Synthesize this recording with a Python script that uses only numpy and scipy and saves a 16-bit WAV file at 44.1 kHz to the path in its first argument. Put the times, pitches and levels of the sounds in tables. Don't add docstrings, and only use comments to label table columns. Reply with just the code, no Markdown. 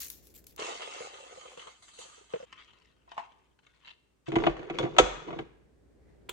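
import sys
import numpy as np
from scipy import signal
from scipy.fft import rfft, irfft
from scipy.io import wavfile
from scipy.ndimage import uniform_filter1d, minimum_filter1d, map_coordinates

SR = 44100
rng = np.random.default_rng(int(sys.argv[2]) if len(sys.argv) > 2 else 0)


def unload_wav(signal):
    wavfile.write(
        sys.argv[1],
        SR,
        np.round(np.clip(np.atleast_2d(signal).T, -1, 1) * 32767).astype(np.int16),
    )


N = 278712
T = np.arange(N) / SR
RING = T[:SR // 4]

# (frequency [Hz], density [dB per Hz])
PRESS_COLOUR = [(400, -16), (700, -17.5), (1000, -5), (1400, -8.5), (2300, -9), (2900, -6), (4100, -14),
                (5200, -25.5), (6600, -23.5), (9000, -38), (12000, -71.5)]
# (frequency [Hz], density [dB per Hz])
WALL_COLOUR = [(200, -37), (600, 2), (850, 5), (1150, 3.5), (1400, -2), (1620, 0), (2200, -0.5), (2600, 1),
               (3400, -5.5), (4300, -15), (5200, -24.5), (8000, -41), (11000, -63)]
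# (frequency [Hz], gain [dB])
LEAF_ROLL_OFF = [(4000, -2.5), (7500, -2), (9500, -12.5), (12000, -57)]
# (frequency [Hz], width [Hz], lift [dB])
HEAP = [(649, 29, 0.5), (1230, 55, 0), (1460, 28, -3), (1872, 65, -7.5), (2080, 110, -11.5), (2668, 110, 0),
        (3110, 180, -3.5), (3960, 47, -7)]


def undb(db):
    return 10 ** (np.asarray(db) / 20)


def unit(x):
    return x / np.sqrt(np.mean(x ** 2))


def strength(x):
    power = np.mean(x ** 2, axis=0)
    return x / np.sqrt(uniform_filter1d(power, size=220).max())


def pan(db):
    return undb(np.array([[db], [-db]]) / 2)


def add(out, s, sound):
    start = max(int(s * SR), 0)
    out[:, start:start + sound.shape[1]] += sound[:, :N - start]


def colour(x, points):
    hz, db = np.transpose(points)
    size = 8192
    bins_hz = np.arange(size // 2 + 1) * SR / size + 1
    log_gain = np.log(undb(np.interp(np.log(bins_hz), np.log(hz), db)))
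    cepstrum = irfft(log_gain)
    cepstrum[1:size // 2] *= 2
    cepstrum[size // 2 + 1:] = 0
    response = irfft(np.exp(rfft(cepstrum)))
    return signal.fftconvolve(x, response[None], axes=1)[:, :x.shape[1]]


def noise(count, alike):
    shared, own = rng.standard_normal(count), rng.standard_normal((2, count))
    alike = np.clip(alike, 0, 1)
    return np.sqrt(alike) * shared + np.sqrt(1 - alike) * own


def fade(t, t60):
    return np.exp(-np.log(1000) * t / t60)


def ring(modes, rise_s, scatter):
    out = 0
    for hz, db, t60 in modes:
        detune, phase, weight, left, right = rng.standard_normal(5)
        side_phase = scatter * (phase + np.array([[left], [right]]) / 2)
        angle = 2 * np.pi * hz * (1 + .003 * detune) * RING + side_phase
        out = out + undb(db + weight) * fade(RING, t60) * np.sin(angle)
    swell = 1 - np.exp(-(RING / rise_s) ** 2)
    return strength(out * swell)


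def crack(points, t60, tail_db, tail_t60):
    shape = fade(RING, t60) + undb(tail_db) * fade(RING, tail_t60)
    return strength(colour(noise(len(RING), 0.41) * shape, points))


def grains(rate, spread_db, t60, alike=0.21):
    size = undb(spread_db * np.minimum(rng.exponential(size=N), 5))
    power = (rng.random(N) < rate / SR) * size ** 2
    power = signal.lfilter([1], [1, -fade(1 / SR, t60) ** 2], power) + 1e-12
    power = power / uniform_filter1d(power, size=3500)
    return np.sqrt(np.abs(power)) * noise(N, alike)


def stroke(start, length, db, sag_db_per_s, attack_s, release_t60):
    t = np.maximum(T - start, 0)
    level = undb(db - sag_db_per_s * np.minimum(t, length))
    return level * np.minimum(t / attack_s, 1) * fade(np.maximum(t - length, 0), release_t60)


def strokes(table, attack_s, release_t60):
    return np.sqrt(sum(stroke(*row, attack_s, release_t60) ** 2 for row in table))


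def ticks(level, per_s, low_hz, high_hz, t60, spread_db):
    out, t = np.zeros((2, N)), T[:SR // 25]
    for when, pitch, size, side in rng.random((int(per_s * N / SR), 4)):
        hz = min(low_hz * (high_hz / low_hz) ** pitch, SR / 4)
        burst = noise(len(t), 0.48) * fade(t, t60)
        tick = strength(signal.lfilter(*signal.iirpeak(hz, 2, fs=SR), burst))
        gain = level[int(when * N)] * undb(-spread_db * size)
        add(out, when * N / SR, gain * tick * pan(8 * (side - .5)))
    return out


def resonate(x, peaks):
    return x + sum(undb(db) * signal.lfilter(*signal.iirpeak(hz, hz / width, fs=SR), x)
                   for hz, width, db in peaks)


def from_side(x, lag_s):
    late = T[:x.shape[1]]
    lag = np.round(lag_s * SR) / SR
    return np.array([np.interp(late - np.maximum(sign * lag, 0), late, ear, left=0)
                     for sign, ear in zip([1, -1], x)])


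def flicker(x, depth_db, hold_s, width_hz):
    size = 1024
    spectra = signal.stft(x, nperseg=size, noverlap=size * 3 // 4)[2]
    field = rng.standard_normal(spectra.shape[1:])
    for axis, step in enumerate([SR / size / width_hz, size / 4 / SR / hold_s]):
        for order in range(2):
            field = signal.lfilter([1], [1, -np.exp(-step)], field, axis=axis)
    gain = unit(undb(depth_db * np.clip(unit(field), -2, 2)))
    return signal.istft(spectra * gain, nperseg=size, noverlap=size * 3 // 4)[1][:, :x.shape[1]]


def background():
    # (time [s], level [dB])
    room_level = [(0, -59), (.55, -59.5), (.7, -71), (2.3, -71), (2.55, -67.5), (4.2, -71.5), (5.4, -58.5),
                  (5.8, -61), (6.32, -55.5)]
    # (frequency [Hz], density [dB per Hz])
    room_colour = [(20, -31), (30, -16), (50, -6), (90, -6), (200, -10), (420, -9), (780, -24.5),
                   (1150, -34), (1800, -30.5), (2800, -41.5), (12000, -56.5), (16000, -78)]
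    # (frequency [Hz], density [dB per Hz])
    hiss_colour = [(100, -1), (1000, 5.5), (3000, -3.5), (5000, -5.5), (9000, -5), (10500, -14.5),
                   (16000, -17)]
    level = undb(np.interp(T, *np.transpose(room_level)))
    hum = undb(-5) * np.sin(2 * np.pi * 59.5 * T)
    rumble = undb(-3.0) * unit(colour(noise(N, 0.13), room_colour))
    hiss = undb(-80.0) * unit(colour(noise(N, 0.091), hiss_colour))
    return level * (rumble + hum) + hiss


def kitchen(x, wet_db, low_t60, mid_t60, high_t60):
    t, tail = T[:SR], 0
    edges = [100, 350, 700, 1500, 3000, 5500, 8000, 15000]
    for lo, hi in zip(edges, edges[1:]):
        t60 = np.interp(np.log(lo * hi) / 2, np.log([300, 2000, 9000]), [low_t60, mid_t60, high_t60])
        band = signal.butter(3, [lo, hi], "band", fs=SR, output="sos")
        tail = tail + signal.sosfilt(band, noise(SR, 0.095)) * fade(t, t60)
    tail = tail * (1 - np.exp(-(t / 0.0014) ** 2))
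    tail = tail / np.sqrt(np.sum(tail ** 2) / 2)
    surfaces = [(150, 4.0), (450, 0.0), (1000, -1.5), (3000, -3.0), (7000, 1.0), (10000, -6.0)]  # Hz, dB
    return undb(wet_db) * signal.fftconvolve(x, colour(tail, surfaces), axes=1)[:, :N]


def button():
    # (frequency [Hz], density [dB per Hz])
    button_colour = [(88, -44), (150, -31), (431, 5.5), (624, -30.5), (960, -12), (1120, -34), (1390, -3.5),
                     (1720, -15.5), (2450, -11.5), (3420, -4.5), (5150, -24.5), (8070, -10.5),
                     (9440, -25.5), (16000, -20)]
    brush_colour = [(300, -19.5), (900, 2), (1400, -9.5), (2000, 4.5), (2600, -12), (6000, -16),
                    (12000, -30.5)]
    brush = unit(colour(grains(900, 1.7, .015), brush_colour))
    out = stroke(5.98, .13, -80.5, -44.5, 0.06, 0.36) * brush
    add(out, 6.2888, undb(-45.5) * crack(WALL_COLOUR, 0.11, -21.0, 0.1))
    add(out, 6.293, undb(-33) * crack(button_colour, 0.031, -21, 0.23))
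    return out * pan(1.2)


def rocking():
    # (time [s], level [dB])
    jolts = [(4.36, -42.5), (4.47, -39), (4.83, -56), (4.994, -30.5)]
    feet_modes = [(40, -5.5, 0.28), (45, -3.5, 0.42), (70, -4.5, 0.17)]  # Hz, dB, t60 s
    out = np.zeros((2, N))
    for s, db in jolts:
        add(out, s, undb(db) * ring(feet_modes, 0.033, .3))
    return out


def lid_lifted():
    # (time [s], level [dB])
    knocks = [(3.076, -51.5), (3.116, -40.5), (3.167, -42.5), (3.178, -24.5)]
    # (frequency [Hz], level [dB], t60 [s])
    loose_lid = [(686, 1, 0.1), (838, 1, 0.075), (930, 1, 0.11), (1052, 2, 0.065), (2779, -13, 0.06)]
    # (start [s], length [s], level [dB], sag [dB per s]; negative = swelling)
    graze_move = (3.835, 0.065, -54, -85)
    # (frequency [Hz], width [Hz], lift [dB])
    graze_peaks = [(964, 40, 8), (1830, 60, 8), (2120, 60, 10), (2730, 70, 14), (3060, 130, 12),
                   (3500, 200, 7), (3910, 110, 16), (4430, 110, 13)]
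    thunk = [(100, -33), (570, -31), (690, -19.5), (900, -7), (1060, -9), (1350, -23), (1800, -21.5),
             (3000, -30.5), (4200, -42.5), (8000, -47.5), (12000, -83)]
    out = np.zeros((2, N))
    for s, db in knocks:
        note = ring(loose_lid, 0.00145, 0.79)
        knock = strength(note + undb(1) * crack(thunk, 0.017, 0, 0.16))
        add(out, s, undb(db - 4.5) * knock)
    graze = unit(resonate(colour(grains(320, 2.4, .008), PRESS_COLOUR), graze_peaks))
    out = out + stroke(*graze_move, 0.02, 0.13) * graze
    return from_side(out, 0.00029) * pan(2.0)


def latch():
    # (frequency [Hz], level [dB], t60 [s])
    tab_modes = [(1460, -0.5, 0.055), (3440, 4.5, 0.079), (4460, -6.5, 0.045), (5420, -12.5, 0.042)]
    catch_modes = [(613, -2, .06), (750, 0, .06), (938, 0, .055), (1134, -4, .045), (1310, 2, .04),
                   (1428, 2, .045), (2190, -3, .04), (2530, -9, .04), (3000, -8, .035), (3350, -2, .025),
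                   (3560, -8, .025)]
    seat_modes = [(300, -6, 0.04), (388, 0.5, 0.061), (450, -1.5, 0.021), (506, 6, 0.067), (568, -4, 0.035),
                  (745, -4, 0.022)]
    out = np.zeros((2, N))
    add(out, 4.786, undb(-31) * ring(tab_modes, 0.0005, 1.0) * pan(5))
    add(out, 4.9852, undb(-9.5) * ring(catch_modes, 0.0008, 0.6) * pan(2))
    add(out, 4.9925, undb(-12) * ring(seat_modes, 0.004, 0.25) * pan(-2.5))
    return from_side(out, .00018)


def lid_fitted():
    # (time [s], wall ring [dB], lid ring [dB], body thud [dB], sharp edge [dB])
    blow_table = [(4.28, -49.5, -54, -27, -58), (4.292, -55, -59.5, -35.5, -72.5),
                  (4.319, -34, -40, -26.5, -54), (4.335, -48, -45.5, -25.5, -76),
                  (4.356, -25.5, -34, -27, -43.5), (4.361, -28.5, -24.5, -14, -50.5),
                  (4.385, -35, -31, -37.5, -54), (4.408, -45.5, -41, -30.5, -66),
                  (4.4375, -27, -28.5, -33, -61), (4.466, -22, -24.5, -19.5, -54.5),
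                  (4.469, -26, -18.5, -20.5, -63), (4.567, -39.5, -48.5, -40.5, -63.5),
                  (4.593, -44, -53, -35, -69), (4.6285, -46.5, -51.5, -46.5, -66.5),
                  (4.699, -31.5, -37.5, -35.5, -55.5), (4.706, -41.5, -43.5, -29.5, -64.5),
                  (4.744, -47, -49.5, -40.5, -65), (4.786, -26.5, -37.5, -31, -39),
                  (4.797, -41.5, -34, -29.5, -64), (4.812, -41.5, -38, -30, -65.5),
                  (4.829, -37.5, -34, -23.5, -60.5), (4.838, -37.5, -36, -22.5, -60),
                  (4.853, -43.5, -31.5, -28, -65.5), (4.873, -50, -40.5, -34, -72.5),
                  (4.9648, -32, -41, -32, -52.5), (4.984, -12.5, -34.5, -35, -15),
                  (4.9865, -12, -31, -31, -21), (4.994, -20, -22, -21, -37), (5.282, -59, -35.5, -42, -80),
                  (5.305, -39.5, -47, -36.5, -69), (5.3279, -43, -35.5, -36.5, -75),
                  (5.36, -56, -58, -34, -74.5), (5.3889, -34, -34, -31, -54)]
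    # (start [s], length [s], level [dB], sag [dB per s])
    twists = [(4.278, 0.1, -42.5, -3.5), (4.36, 0.14, -35, 7.5), (4.56, 0.21, -46, 27.5),
              (4.72, 0.082, -43, -1), (4.785, 0.053, -33, 15), (4.87, 0.18, -46.5, 0),
              (4.97, 0.053, -36.5, 1), (5.12, 0.17, -51.5, -4), (5.26, 0.15, -45.5, 9)]
    # (frequency [Hz], level [dB], t60 [s])
    lid_on_rim = [(700, 0, .075), (765, -1, .06), (985, -6, .085), (1085, -10, .07), (1165, -5, .07),
                  (1890, -16, .06), (2040, -13, .06), (2190, -13, .06), (2460, -17, .05), (2900, -20, .05)]
    body_modes = [(136, -10.5, 0.07), (176, -13, 0.045), (245, -11, 0.05), (332, -2, 0.09), (385, -5, 0.05),
                  (418, -6, 0.05), (461, -2, 0.031), (513, -6.5, 0.031), (690, -10, 0.055)]
    # (frequency [Hz], density [dB per Hz])
    edge_colour = [(2000, -15), (3500, 6), (5000, -10), (5700, -7), (6600, -4.5), (7500, -11.5), (8500, -9),
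                   (9600, -25.5), (11500, -61), (16000, -80)]
    rub_colour = [(25, -11), (45, 1), (90, -22), (140, 3), (210, -6.5), (270, -6), (350, 3), (450, -0.5),
                  (650, -28), (1000, -22), (1600, -28.5), (3000, -26), (6800, -41.5), (12000, -70)]
    # (frequency [Hz], width [Hz], lift [dB])
    plastic = [(514, 36, 10), (611, 30, 11), (754, 38, 6.5), (938, 30, 6.5), (1140, 40, 4), (1309, 45, 7.5),
               (1429, 40, 9.5), (1620, 24, 1), (2040, 50, 4.5), (2207, 55, 6.5), (2529, 30, 2),
               (3000, 45, 4), (3370, 130, 4), (3730, 45, 1.5), (4409, 45, 3), (6500, 300, 4.5),
               (7330, 100, 3)]
    # (frequency [Hz], gain [dB])
    all_walls = [(250, -0.5), (550, 7), (780, 6.5), (1350, 8.5), (3000, 1.5), (7000, 5), (10000, -2.5)]
    twist = strokes(twists, attack_s=0.019, release_t60=0.19)
    rub = twist * unit(colour(grains(520, 0.96, 0.035), rub_colour)) * undb(-0.5)
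    contact, lid, body = np.zeros((3, 2, N))
    for s, wall_db, lid_db, thud_db, edge_db in blow_table:
        add(lid, s, undb(lid_db - 3.5) * ring(lid_on_rim, 0.0015, 0.66))
        add(contact, s, undb(wall_db - 5.5) * crack(WALL_COLOUR, 0.04, -30, 0.11) * pan(2))
        add(contact, s, undb(edge_db - 3.5) * crack(edge_colour, 0.054, -26.0, .1) * pan(6.0))
        add(body, s, undb(thud_db - 3.5) * ring(body_modes, 0.0046, 0.92) * pan(-1.2))
    chatter = colour(ticks(twist, 100, 600, 3600, .012, 12), WALL_COLOUR) * undb(-3.5)
    blows = contact + chatter + flicker(rub, 3, .015, 50)
    ringing = from_side(body, .0005) + from_side(lid, .00028)
    walls = resonate(blows, plastic)
    near = from_side(walls, 0.00017) + ringing
    radiated = undb(-1.0) * colour(blows, all_walls) + undb(-11.5) * walls + undb(-1.5) * ringing
    return near, radiated


def settling():
    # (start [s], length [s], level [dB], sag [dB per s]; negative = swelling)
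    slumps = [(0.0, 0.08, -36, 104), (0.108, 0.077, -45.5, 168), (0.225, 0.088, -62.5, -26),
              (0.34, 0.033, -56, -280), (0.466, 0.058, -53, 132)]
    # (time [s], level [dB])
    cracks = [(0.0308, -33), (0.1012, -28.5), (0.2702, -48), (0.362, -45.5), (0.4417, -51), (0.468, -43),
              (0.5627, -44)]
    # (frequency [Hz], density [dB per Hz])
    settle_colour = [(300, -52), (1200, -15.5), (2500, -9), (4000, -7.5), (7000, -5), (9000, -11.5),
                     (11500, -2.5), (15500, -3)]
    rustle = unit(colour(grains(1200, 1.8, .02), settle_colour))
    out = strokes(slumps, attack_s=0.00065, release_t60=0.11) * rustle * undb(-1.0)
    out = flicker(out, 3, .01, 250)
    for s, db in cracks:
        add(out, s, undb(db - 3.5) * crack(settle_colour, .016, -32, .06))
    return out * pan(2.9)


def pressing():
    # (start [s], length [s], level [dB], sag [dB per s]; negative = pushing ever harder)
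    pushes = [(2.44, 0.23, -66.5, -21), (2.572, 0.037, -55, -67), (2.66, 1, -60, 46),
              (3.08, 0.17, -63.5, -18), (3.28, 0.25, -69, 45), (3.62, 0.27, -67.5, 16),
              (3.81, 0.096, -72, -130), (4.258, 0.027, -51, -4)]
    # (time [s], level [dB])
    stems = [(2.5266, -35.5), (2.588, -52), (2.623, -49), (2.678, -53), (2.734, -47), (3.117, -37.5),
             (3.193, -38), (3.32, -50.5), (3.59, -50), (3.6663, -46), (3.738, -58), (3.822, -59),
             (3.859, -58)]
    push = strokes(pushes, attack_s=0.012, release_t60=0.13)
    out = push * unit(colour(grains(900, 1.9, .02), PRESS_COLOUR)) * undb(-3)
    out = out + colour(ticks(push, 60, 1200, 6000, .014, 12), LEAF_ROLL_OFF) * undb(3)
    for s, db in stems:
        add(out, s, undb(db - 10.5) * crack(PRESS_COLOUR, 0.032, -14, 0.11))
    out = flicker(resonate(out, HEAP), 4, .016, 70)
    return out * pan(4.0)


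def pour_levels():
    # (start [s], length [s], level [dB], sag [dB per s],
    # bowl air [dB], fine flakes [dB]), the last two relative to the level
    tips = [(0.57, 0.12, -39.5, -8, 6.5, -9.5), (0.708, 0.35, -45, 2, 6, -8.5),
            (1.106, 0.43, -53.5, 3, 9, -3.5), (1.559, 0.14, -55, 35, 7, -2.5),
            (1.74, 0.42, -75, -21, -7, 8.5), (1.961, 0.28, -54.5, 27, -1.5, -1.5),
            (2.287, 0.2, -54.5, 27, -12, -7.5)]
    attack_s, release_t60 = 0.024, 0.32
    power = 0
    for start, length, db, sag, air_db, flake_db in tips:
        envelope = stroke(start, length, db, sag, attack_s, release_t60)
        power = power + np.outer(undb([0, air_db, flake_db]), envelope) ** 2
    return np.sqrt(power)


def pouring():
    # (time [s], level [dB], fine flakes [dB])
    clumps = [(0.582, -53, -62), (0.604, -41, -60), (0.623, -34.5, -78), (0.69, -56, -44),
              (0.819, -37.5, -60), (0.875, -59, -63), (1.006, -50, -43.5), (1.141, -44.5, -69),
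              (1.321, -63, -69), (1.411, -50.5, -65), (1.455, -50, -71), (1.573, -45.5, -58),
              (1.595, -43, -55), (1.617, -45, -56), (1.671, -42.5, -62), (1.69, -58, -55),
              (1.823, -54, -48), (1.881, -55.5, -50), (1.888, -55, -62), (1.935, -71, -47.5),
              (1.989, -56, -39), (2.013, -47, -49)]
    # (time [s], level [dB], pitch [ratio])
    bumps = [(0.59, -37, 0.86), (0.618, -37, 1), (0.684, -45.5, 1.06), (0.718, -42, 0.98),
             (0.828, -48.5, 0.93), (0.87, -48.5, 0.91), (1.004, -35, 0.99), (1.045, -43, 0.96),
             (1.32, -47, .96), (1.373, -44, 1.05), (1.452, -46, 1.03), (1.573, -42.5, 1), (1.67, -46, 1),
             (1.986, -43.5, 1.02), (2.051, -51, 1.08), (2.177, -54, 0.91), (2.209, -54, 0.83),
             (2.336, -24, .98), (2.357, -33, 0.92), (2.399, -40, 1.1), (2.426, -39.5, 1.03)]
    # (frequency [Hz], density [dB per Hz])
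    pour_colour = [(250, -31), (500, -7.5), (700, -8), (900, 2), (1220, 3), (1650, -5), (2050, -2),
                   (2400, -5.5), (3100, 0), (4100, -8), (5100, -22.5), (6500, -11), (9000, -30.5),
                   (12000, -62)]
    flake_colour = [(2500, -20), (4400, -13), (5200, -25.5), (6600, -11.5), (8300, -15.5), (9700, -22),
                    (11500, -40.5), (16000, -69)]
    # (frequency [Hz], width [Hz], level [dB])
    hollow_peaks = [(385, 70, -4), (480, 75, 4), (665, 80, 0)]
    # (time [s], pitch [ratio])
    hollow_rise = [(0.6, 0.94), (1.1, 1.12), (1.7, 1.04)]
    # (frequency [Hz], level [dB], t60 [s])
    bowl_air = [(170, 1, 0.023), (430, 14, 0.02), (492, 20, 0.03), (545, 11, 0.024), (650, 4, 0.042)]
    # (time [s], lag at the left microphone [s])
    pan_place = [(1.5, .00047), (1.57, -.00064)]
    flow, air, flakes = pour_levels()

    stir = grains(300, 2.5, .008, alike=.8)
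    hollow = sum(undb(db) * signal.lfilter(*signal.iirpeak(hz, hz / width, fs=SR), stir)
                 for hz, width, db in hollow_peaks)
    hollow = signal.sosfilt(signal.butter(2, [330, 900], "band", fs=SR, output="sos"), hollow)
    place = np.cumsum(np.interp(T, *np.transpose(hollow_rise)))
    hollow = np.array([map_coordinates(ear, [place], order=1, mode="mirror") for ear in hollow])

    out = undb(-0.5) * flow * unit(colour(grains(850, 2.3, .008, alike=.5), pour_colour))
    out = out + undb(-0.5) * flakes * unit(colour(grains(2000, 0.95, 0.026), flake_colour))
    out = out + colour(ticks(flow, 110, 750, 7000, .013, 10), LEAF_ROLL_OFF) * undb(5.5)
    for s, db, flake_db in clumps:
        add(out, s, undb(db + 1.5) * crack(pour_colour, .07, -25, .15))
        add(out, s, undb(flake_db - 4.5) * crack(flake_colour, 0.21, -25, 0.2))
    out = undb(-5.0) * resonate(out, HEAP)
    out = out + kitchen(out, -0.89, 0.081, 0.36, 0.24) + undb(-9.5) * air * unit(hollow)
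    out = flicker(out, 2.8, .014, 65)

    rim = np.zeros((2, N))
    for s, db, pitch in bumps:
        note = ring([(hz * pitch, mode_db, t60) for hz, mode_db, t60 in bowl_air], 0.009, 0.2)
        knock = undb(-13.0) * crack(WALL_COLOUR, 0.053, -18, 0.11)
        add(rim, s, undb(db - 2.0) * (note + knock))
    return from_side(out + rim, np.interp(T, *np.transpose(pan_place)))


def scene():
    close = settling() + button()
    lid, radiated = lid_fitted()
    machine = latch() + rocking()
    far = lid_lifted() + pressing()
    into_room = undb(2.5) * close + radiated + machine + undb(0.5) * far
    echo = kitchen(into_room, -15.5, 0.47, 0.76, 0.51)
    leaves = pouring() * np.interp(T, [2.450, 2.456], [1, 0])
    return close + lid + machine + far + leaves + echo + background()


def record(dry):
    headroom = .95 / np.maximum(np.abs(dry).max(axis=0), .95)
    gain = minimum_filter1d(headroom, size=201)
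    gain = uniform_filter1d(uniform_filter1d(gain, size=100), size=100)
    top_cut = signal.ellip(8, .2, 70, 15900, fs=SR, output="sos")
    return signal.sosfilt(top_cut, dry * gain)


dry = scene()
out = record(dry)
unload_wav(out)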